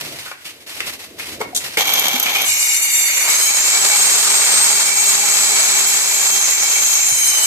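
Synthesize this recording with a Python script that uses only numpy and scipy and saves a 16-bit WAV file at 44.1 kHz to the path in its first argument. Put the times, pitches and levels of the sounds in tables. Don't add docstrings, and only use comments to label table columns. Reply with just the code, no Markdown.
import sys
import numpy as np
from scipy import signal
from scipy.fft import rfft, irfft, next_fast_len
from scipy.io import wavfile
from scipy.ndimage import map_coordinates

SR = 44100
rng = np.random.default_rng(int(sys.argv[2]) if len(sys.argv) > 2 else 0)


def store_pcm(level_fs):
    pcm = np.round(np.clip(level_fs, -1, 1) * 32767).astype(np.int16)
    wavfile.write(sys.argv[1], SR, np.atleast_2d(pcm).T)


N = 328986
START_S, REV_S, SAG_S = 2.455, 3.255, 6.91
WORKING_HZ, USUAL_CUT_DB = 528, -31.5


# (time [s], relative level [dB])
BITE_DEPTH = [(2.5, -36), (2.68, -38), (2.92, -40.5), (3.14, -35.5), (3.28, -27), (3.5, -32.5), (3.72, -28),
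              (4.3, -27.5), (4.62, -26), (4.97, -31), (5.35, -28), (5.75, -29), (6.2, -31), (6.8, -31.5),
              (7.22, -36), (7.45, -31.5)]
# (frequency [Hz], gain [dB])
RASP_SPECTRUM = [(25, -61), (120, -33.5), (400, -14), (900, -6), (1600, -3.5), (2400, -0.5), (2900, 0),
                 (4100, 6), (5400, 3.5), (7000, 2.5), (8200, 9.5), (9000, -2), (11000, -5), (14000, -12)]
def cutting(wood_db=2.5, blade_db=11.5, crossover_hz=2200):
    cut_db, = curves(BITE_DEPTH)
    bite = amp(cut_db + 0.9 * wobble(60)) * grains(rate_hz=2800, spread_db=3, life_s=0.0033)
    rasp = colour(RASP_SPECTRUM)
    lowpass = lambda f: 1 / (1 + (f / crossover_hz) ** 4)
    wood = amp(wood_db) * rush(lambda f: rasp(f) * lowpass(f)) * fade(2.4, 0.1)
    entry = 0.3 * fade(2.7, 0.36) + 0.69 * fade(3.3, 0.047)
    blade = amp(blade_db) * rush(lambda f: rasp(f) * (1 - lowpass(f))) * entry
    return bite * (wood + blade)


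# (time [s], pitch [Hz])
WHISTLE_GLIDE = [(3.55, 7150), (3.63, 7420), (3.7, 7640), (3.8, 7880), (3.9, 8040), (4.2, 8242),
                 (4.54, 8285), (5.08, 8075), (5.8, 7907), (6.15, 7987), (6.78, 8040), (6.92, 7800),
                 (7.02, 7680), (7.1, 7200)]
def whistle(undertone_ratio=0.585, hum_divisor=40):
    pitch_hz, = curves(WHISTLE_GLIDE)
    angle = phase(pitch_hz * (1 + 0.0004 * wobble(60)))
    envelope = amp(-18) * stroke(3.47, 2.3, attack_s=0.21, release_s=0.51) * (1 - fade(7.1, 0.05))
    flutter = amp(2 * wobble(22) + wobble(5))
    pair = np.sin(angle) + amp(-15) * np.sin(undertone_ratio * angle)
    tone = yard(envelope * flutter * pair, wet_db=-10)
    hum_angle = phase(pitch_hz / hum_divisor * shaft_hz() / WORKING_HZ) + 0.6 * wobble(40)
    hum = sum(amp(db) * np.sin(k * hum_angle) for k, db in [(1, -47), (2, -40), (4, -38.5)])
    swell = amp(1.8 * wobble(14)) * fade(3.7, 0.35)
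    return tone + yard(swell * hum, wet_db=-10) * (1 - fade(6.75, 2.3))


# (pitch at working speed [Hz], slope [Hz per shaft Hz], width [Hz], relative level when slow
# [dB], relative level at full speed [dB])
GLIDING_PARTIALS = [(3190, 6.2, 55, -34, -35), (4090, 7.7, 55, -33, -38), (4020, -5, 60, -35, -42),
                    (5400, 11.2, 45, -33, -34), (6870, 14.2, 60, -27, -26), (7890, 14.9, 120, -28, -37),
                    (8455, 16.2, 70, -23, -29), (8930, 16.8, 90, -31, -46), (7300, -18.5, 75, -34, -40),
                    (8380, -8, 85, -34, -44), (10160, 18, 70, -32, -36), (8630, -22, 70, -35, -46),
                    (9860, -9, 70, -30, -36), (11920, 20.5, 70, -32, -39), (10170, -22.5, 60, -32, -39),
                    (13790, 23.5, 80, -34, -36), (14300, 27, 140, -34, -50), (11340, -31, 85, -34, -40),
                    (13170, -16.5, 100, -35, -37)]
def whine(core_share=0.35, damping_db_per_db=0.26):
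    cut_db, = curves(BITE_DEPTH)
    offset_hz = shaft_hz() + 0.5 * wobble(30) - WORKING_HZ
    full = full_speed()
    damping_db = damping_db_per_db * (cut_db - USUAL_CUT_DB)
    out = np.zeros((2, N))
    for hz, slope, width_hz, slow_db, full_db in GLIDING_PARTIALS:
        level_db = slow_db * (1 - full) + (full_db - damping_db) * full
        tone = amp(level_db) * np.exp(1j * phase(hz + slope * offset_hz))
        core = core_share * np.exp(1j * rng.normal(0, 0.6, (2, 1)))
        skirt = np.sqrt(1 - core_share ** 2) * np.array([flicker(width_hz), flicker(width_hz)])
        out += np.sqrt(2) * np.real(tone * (core + skirt))
    return out * amp(1 + 2 * wobble(25)) * fade(START_S, 0.035)


# (frequency [Hz], width [Hz], gain [dB])
SCREECH_MODES = [(2210, 60, 0), (2390, 170, -5), (2900, 350, -13), (4000, 900, -14), (6350, 380, -7),
                 (6830, 70, -2), (12400, 700, -10.5)]
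# (start [s], length [s], level [dB])
ENTRY_GROANS = [(2.597, 0.43, -32), (2.973, .33, -27)]
# (frequency [Hz], width [Hz], gain [dB])
SINGING_MODES = [(2650, 160, -12), (3650, 120, -15), (4150, 90, -12), (6520, 300, -4), (7380, 110, 2),
                 (11700, 130, -12), (12150, 450, -16)]
def singing_blade(damping_db_per_db=0.41):
    cut_db, = curves(BITE_DEPTH)
    entry = fade(START_S, 0.047) * (1 - fade(3.4, 0.26))
    screech = amp(-23.5 + 3.4 * wobble(20)) * entry * rush(steel(SCREECH_MODES))
    strain = sum(amp(db) * stroke(s, length_s, attack_s=0.094, release_s=0.06)
                 for s, length_s, db in ENTRY_GROANS)
    groan = strain * grains(rate_hz=500, spread_db=2, life_s=0.0047) * rush(steel([(2180, 660, 0)]))
    singing_db = -19 - damping_db_per_db * (cut_db - USUAL_CUT_DB) + 2.2 * wobble(14)
    singing = amp(singing_db) * full_speed() * (clock() > REV_S) * rush(steel(SINGING_MODES))
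    ending = amp(-22.5 + 2.9 * wobble(21)) * fade(6.3, 0.16)
    late_rasp = ending * rush(steel([(6300, 310, 8), (7220, 100, -13)]))
    return screech + groan + singing + late_rasp


# (start [s], end [s], first pitch [Hz], last pitch [Hz], relative level [dB])
THIN_SQUEALS = [(2.6, 3.3, 2221, 2196, -30), (2.473, 2.77, 5482, 5488, -33), (2.52, 3.1, 7630, 7440, -25.5),
                (3.33, 3.62, 6350, 6810, -23), (7.04, 7.26, 7400, 6300, -22), (7.22, 7.5, 3075, 3010, -30)]
def squeals(gain_db=1.5):
    out = np.zeros(N)
    for start_s, end_s, first_hz, last_hz, db in THIN_SQUEALS:
        pitch_hz = np.interp(clock(), [start_s, end_s], [first_hz, last_hz]) + 14 * wobble(160)
        gate = fade(start_s, 0.021) * (1 - fade(end_s, 0.039))
        out += amp(db + gain_db) * gate * np.sqrt(2) * np.sin(phase(pitch_hz))
    return yard(out * amp(2.1 * wobble(35)), wet_db=-1)


# (frequency [Hz], gain [dB])
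FAN_SPECTRUM = [(25, -61), (90, -14), (400, -22.5), (1500, -10.5), (2300, 4.5), (3000, -7), (5000, -9),
                (6200, 7), (7500, 4), (8700, -37), (11500, -35), (12600, -10), (14000, -10)]
# (frequency [Hz], width [Hz], gain [dB])
HOUSING_MODES = [(820, 31, -1), (2286, 93, 8)]
def motor():
    angle = phase(shaft_hz() * (1 + 0.0016 * wobble(90)))
    working = fade(3.22, 0.17)
    draught = amp(1.4 * wobble(22)) * (1 + 0.34 * np.sin(angle))
    air = draught * (amp(-24.5) * (1 - working) + amp(-22) * working) * rush(colour(FAN_SPECTRUM))
    housing_gain = amp(-37) * (1 - working) + amp(-31) * working
    housing = rush(steel(HOUSING_MODES)) * amp(3.3 * wobble(18)) * housing_gain
    return (air + housing) * fade(START_S, 0.043)


def shaft_hz(start_hz=479, droop_hz_per_s=22, climb_s=0.135, sag_hz_per_s=52):
    t = clock()
    light_hz = start_hz - droop_hz_per_s * (np.minimum(t, REV_S) - START_S)
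    shortfall_hz = (WORKING_HZ - light_hz) * np.exp(-np.maximum(t - REV_S, 0) / climb_s)
    return WORKING_HZ - shortfall_hz - sag_hz_per_s * np.maximum(t - SAG_S, 0)


def full_speed(span_hz=11):
    return np.exp(-((WORKING_HZ - shaft_hz()) / span_hz) ** 2)


# (time [s], level [dB])
CHATTER_LEVEL = [(1.79, -13.5), (1.862, -20), (1.916, -15.5), (2.142, -19), (2.42, -19)]
# (frequency [Hz], gain [dB])
RATTLE_SPECTRUM = [(25, -42), (90, -20.5), (300, -11.5), (800, -5), (1500, -7), (2300, -8.5), (3300, 3),
                   (5000, -8), (6400, -4), (7700, -11), (11200, -16.5), (12300, -1), (13200, -8),
                   (14000, -10.5)]
# (frequency [Hz], width [Hz], gain [dB])
PLATE_MODES = [(813, 19, 2), (2280, 110, 8), (3205, 47, 15), (6200, 320, 3)]
# (time [s], relative level [dB], t60 [s], ring offset [dB])
PLATE_SLIPS = [(1.5474, -15, 0.24, -28), (1.562, -6.5, 0.024, -12), (1.572, -15, 0.05, -11),
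               (1.8721, -17, 0.033, 4), (1.936, -12, 0.035, 5.5), (1.994, -10, 0.032, 4.5),
               (2.082, -9, 0.022, 1), (2.1982, -9, 0.023, 4.5), (2.2275, -15.5, 0.056, 7),
               (2.417, -15.5, 0.04, 2)]
# (frequency [Hz], gain [dB])
SLIP_SPECTRUM = [(500, -16), (2500, -8.5), (3800, 6.5), (4800, -2), (6500, 6.5), (9000, 3.5), (14000, -6.5)]
def chatter():
    level_db, = curves(CHATTER_LEVEL)
    shake = amp(level_db + 0.51 * wobble(34.72)) * grains(rate_hz=1100, spread_db=2.5, life_s=0.0028)
    gate = fade(1.785, 0.017) * (1 - fade(2.476, 0.079))
    low_ring = rush(lambda f: amp(-6.5) * resonance(f, 786, 77) + resonance(f, 2277, 61))
    contacts = rush(colour(RATTLE_SPECTRUM))
    plate = rush(lambda f: sum(amp(db) * resonance(f, hz, width) for hz, width, db in PLATE_MODES))
    rattle = shake * gate * (contacts + amp(-6.5) * plate + amp(-9) * low_ring)
    slips = sum(amp(db) * decay(s, t60, attack_s=0.0018) for s, db, t60, _ in PLATE_SLIPS)
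    rings = sum(amp(db + ring_db) * decay(s, t60, attack_s=0.00063)
                for s, db, t60, ring_db in PLATE_SLIPS)
    high_ring = rush(lambda f: resonance(f, 6250, 200) + amp(7) * resonance(f, 12560, 220))
    return rattle + amp(-0.5) * slips * rush(colour(SLIP_SPECTRUM)) + rings * high_ring


# (time [s], relative level [dB], centre [Hz], t60 [s], relative ring [dB], crack [dB])
FRAME_KNOCKS = [(0.26, -17.5, 1480, 0.11, -23, -12), (0.3139, -8.5, 1320, 0.038, -35, -27),
                (0.452, -22.5, 2920, 0.13, -24, 2), (0.804, 3, 2230, 0.016, -27, -28),
                (1.196, -9, 2260, 0.046, -37, -15), (1.403, -10, 485, 0.081, -16, -12),
                (1.412, -3, 850, 0.041, -9.5, -10), (1.771, 0, 2300, 0.071, -3, -4.5),
                (1.783, -10, 2200, 0.02, -10, 6), (2.262, -4.5, 2350, 0.12, -31, -20),
                (2.355, -1.5, 2500, 0.083, -31, -13)]
# (frequency [Hz], gain [dB], t60 [s])
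FRAME_MODES = [(367, -7, 0.11), (462, 2, 0.063), (624, -5, 0.046), (847, -3, 0.12), (2183, 15, 0.026)]
# (time [s], relative level [dB], pitch [Hz], t60 [s])
FRAME_BUMPS = [(.005, -36.5, 147.3, 0.9), (1.53, -20, 724, 0.065), (2.139, -19.5, 254, 0.15),
               (2.48, -37, 104, 0.43), (7.12, -25, 120, 0.074), (7.135, -39, 62, 0.3)]
def knocks(highpass_hz=45):
    out = np.zeros(N)
    for s, db, hz, t60, ring_db, crack_db in FRAME_KNOCKS:
        noise = rng.standard_normal(N)
        clack = unit(filtered(noise, lambda f: resonance(f, hz, 0.27 * hz)))
        impact = (clack + amp(crack_db) * noise) * decay(s, t60, attack_s=0.00075)
        ring = sum(amp(mode_db + rng.normal(0, 1.1)) * ping(s, mode_hz, mode_t60, attack_s=0.0032)
                   for mode_hz, mode_db, mode_t60 in FRAME_MODES)
        out += amp(db - 9) * (impact + amp(ring_db - 1) * ring)
    for s, db, hz, t60 in FRAME_BUMPS:
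        out += amp(db) * ping(s, hz, t60, attack_s=0.0018)
    return yard(filtered(out, lambda f: (1j * f / (highpass_hz + 1j * f)) ** 2), wet_db=-4)


# (start [s], length [s], level [dB])
SLEEVE_STROKES = [(-.03, 0.023, -12.5), (0.02, 0.28, -34.5), (0.443, 0.062, -36), (0.661, 0.095, -28.5),
                  (0.764, 0.11, -33.5), (0.854, 0.049, -25), (0.919, 0.037, -35.5), (0.986, 0.058, -32.5),
                  (1.179, 0.03, -31), (1.218, 0.09, -34), (1.313, 0.039, -29), (1.39, 0.036, -34),
                  (1.595, .18, -32), (1.634, 0.026, -34)]
# (frequency [Hz], gain [dB])
CLOTH_SPECTRUM = [(25, -40), (80, -4.5), (300, -14), (700, -2.5), (1500, -2.5), (2100, 4), (4000, 2.5),
                  (7000, -3.5), (14000, -5.5)]
# (start [s], length [s], level [dB])
HAND_STROKES = [(0, 0.14, -40), (0.483, 0.25, -56), (.74, 0.23, -46.5), (1.047, 0.26, -47.5),
                (1.29, 0.2, -39), (1.5, 0.22, -47)]
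# (frequency [Hz], gain [dB])
RUB_SPECTRUM = [(25, -29), (70, 24), (150, 21), (330, 30), (700, 23.5), (1500, -74)]
def handling(cloth_floor_db=-42, rub_floor_db=-57):
    sleeve = amp(cloth_floor_db) + sum(amp(db) * stroke(s, length_s, attack_s=0.015, release_s=0.015)
                                       for s, length_s, db in SLEEVE_STROKES)
    hand = amp(rub_floor_db) + sum(amp(db) * stroke(s, length_s, attack_s=0.036, release_s=0.043)
                                   for s, length_s, db in HAND_STROKES)
    rustle = sleeve * rush(colour(CLOTH_SPECTRUM)) * grains(rate_hz=1500, spread_db=4.5, life_s=0.012)
    return (rustle + hand * rush(colour(RUB_SPECTRUM))) * (1 - fade(3.8, 0.61))


# (frequency [Hz], t60 [s])
YARD_DECAY = [(200, 0.052), (2000, 0.38), (12000, 0.11)]
def yard(x, wet_db):
    hz, t, spectra = signal.stft(rng.standard_normal((2, SR // 3)), SR, nperseg=256)
    tail = signal.istft(spectra * amp(-60 * t / along(YARD_DECAY, hz)[:, None]), SR, nperseg=256)[1]
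    echo = signal.fftconvolve(x[None], tail / np.linalg.norm(tail[0]), axes=1)[:, :N]
    return (x + amp(wet_db) * echo) / np.hypot(1, amp(wet_db))


# (frequency [Hz], correlation [0..1])
EAR_CORRELATION = [(30, 0.54), (200, 0.89), (800, 0.66), (1900, 0.24), (3400, 0.74), (5200, 0.09),
                   (14000, 0.04)]
def rush(response):
    def mid_side(f):
        angle = np.arccos(np.clip(along(EAR_CORRELATION, f), -1, 1)) / 2
        return response(f) * np.array([np.cos(angle), np.sin(angle)])
    mid, side = filtered(rng.standard_normal((2, N)), mid_side)
    return unit(np.array([mid + side, mid - side]))


def grains(rate_hz, spread_db, life_s):
    hits = rng.random(N) < rate_hz / SR
    size = np.minimum(rng.exponential(size=N), 5)
    pole = np.exp(-1 / (life_s * SR))
    energy = signal.lfilter([1], [1, -pole], hits * amp(spread_db * size) ** 2)
    return unit(np.sqrt(energy))


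def stroke(start_s, length_s, attack_s, release_s):
    t = clock() - start_s
    return np.clip(t / attack_s, 0, 1) * np.exp(-np.maximum(t - length_s, 0) / release_s)


def decay(start_s, t60, attack_s):
    t = np.maximum(clock() - start_s, 0)
    return amp(-60 * np.minimum(t / t60, 3)) * (1 - np.exp(-t / attack_s))


def ping(start_s, hz, t60, attack_s):
    return decay(start_s, t60, attack_s) * np.sin(2 * np.pi * hz * (clock() - start_s))


def fade(centre_s, length_s):
    return np.clip((clock() - centre_s) / length_s + 0.5, 0, 1)


def wobble(rate_hz):
    knots = rng.standard_normal(int(N * rate_hz / SR) + 4)
    return map_coordinates(knots, [clock() * rate_hz], order=2)


def flicker(width_hz):
    rate_hz = np.pi / 2 * width_hz
    knots = rng.standard_normal((int(N * rate_hz / SR) + 2, 2)) @ [1, 1j]
    return np.interp(clock(), np.arange(len(knots)) / rate_hz, knots) * np.sqrt(3 / 4)


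def resonance(f, hz, width_hz):
    return 1j * f * width_hz / (hz * hz - f * f + 1j * f * width_hz)


def steel(modes):
    return lambda f: sum(amp(db) * resonance(f, hz, width).real for hz, width, db in modes)


def colour(points):
    return lambda f: amp(along(points, f))


def filtered(x, response):
    size = next_fast_len(N + SR // 2)
    return irfft(rfft(x, size) * response(np.fft.rfftfreq(size, 1 / SR)), size)[..., :N]


def along(points, hz):
    knots_hz, values = np.transpose(points)
    return np.interp(np.log(hz + 1), np.log(knots_hz + 1), values)


def curves(rows):
    times_s, *columns = np.transpose(rows)
    return [np.interp(clock(), times_s, column) for column in columns]


def phase(hz):
    return 2 * np.pi * np.cumsum(hz) / SR


def clock():
    return np.arange(N) / SR


def amp(db):
    return 10 ** (np.asarray(db) / 20)


def unit(x):
    return x / np.sqrt(np.mean(x ** 2) + 1e-20)


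def scene(left_lag_s=0.00013):
    placing = handling() + knocks() + chatter()
    sawing = motor() + whine() + singing_blade() + squeals() + cutting() + whistle()
    left, right = placing + sawing
    return np.array([filtered(left, lambda f: np.exp(-2j * np.pi * f * left_lag_s)), right])


def record(dry, top_hz=14300):
    return filtered(dry, lambda f: f < top_hz)


dry = scene()
out = record(dry)
store_pcm(out)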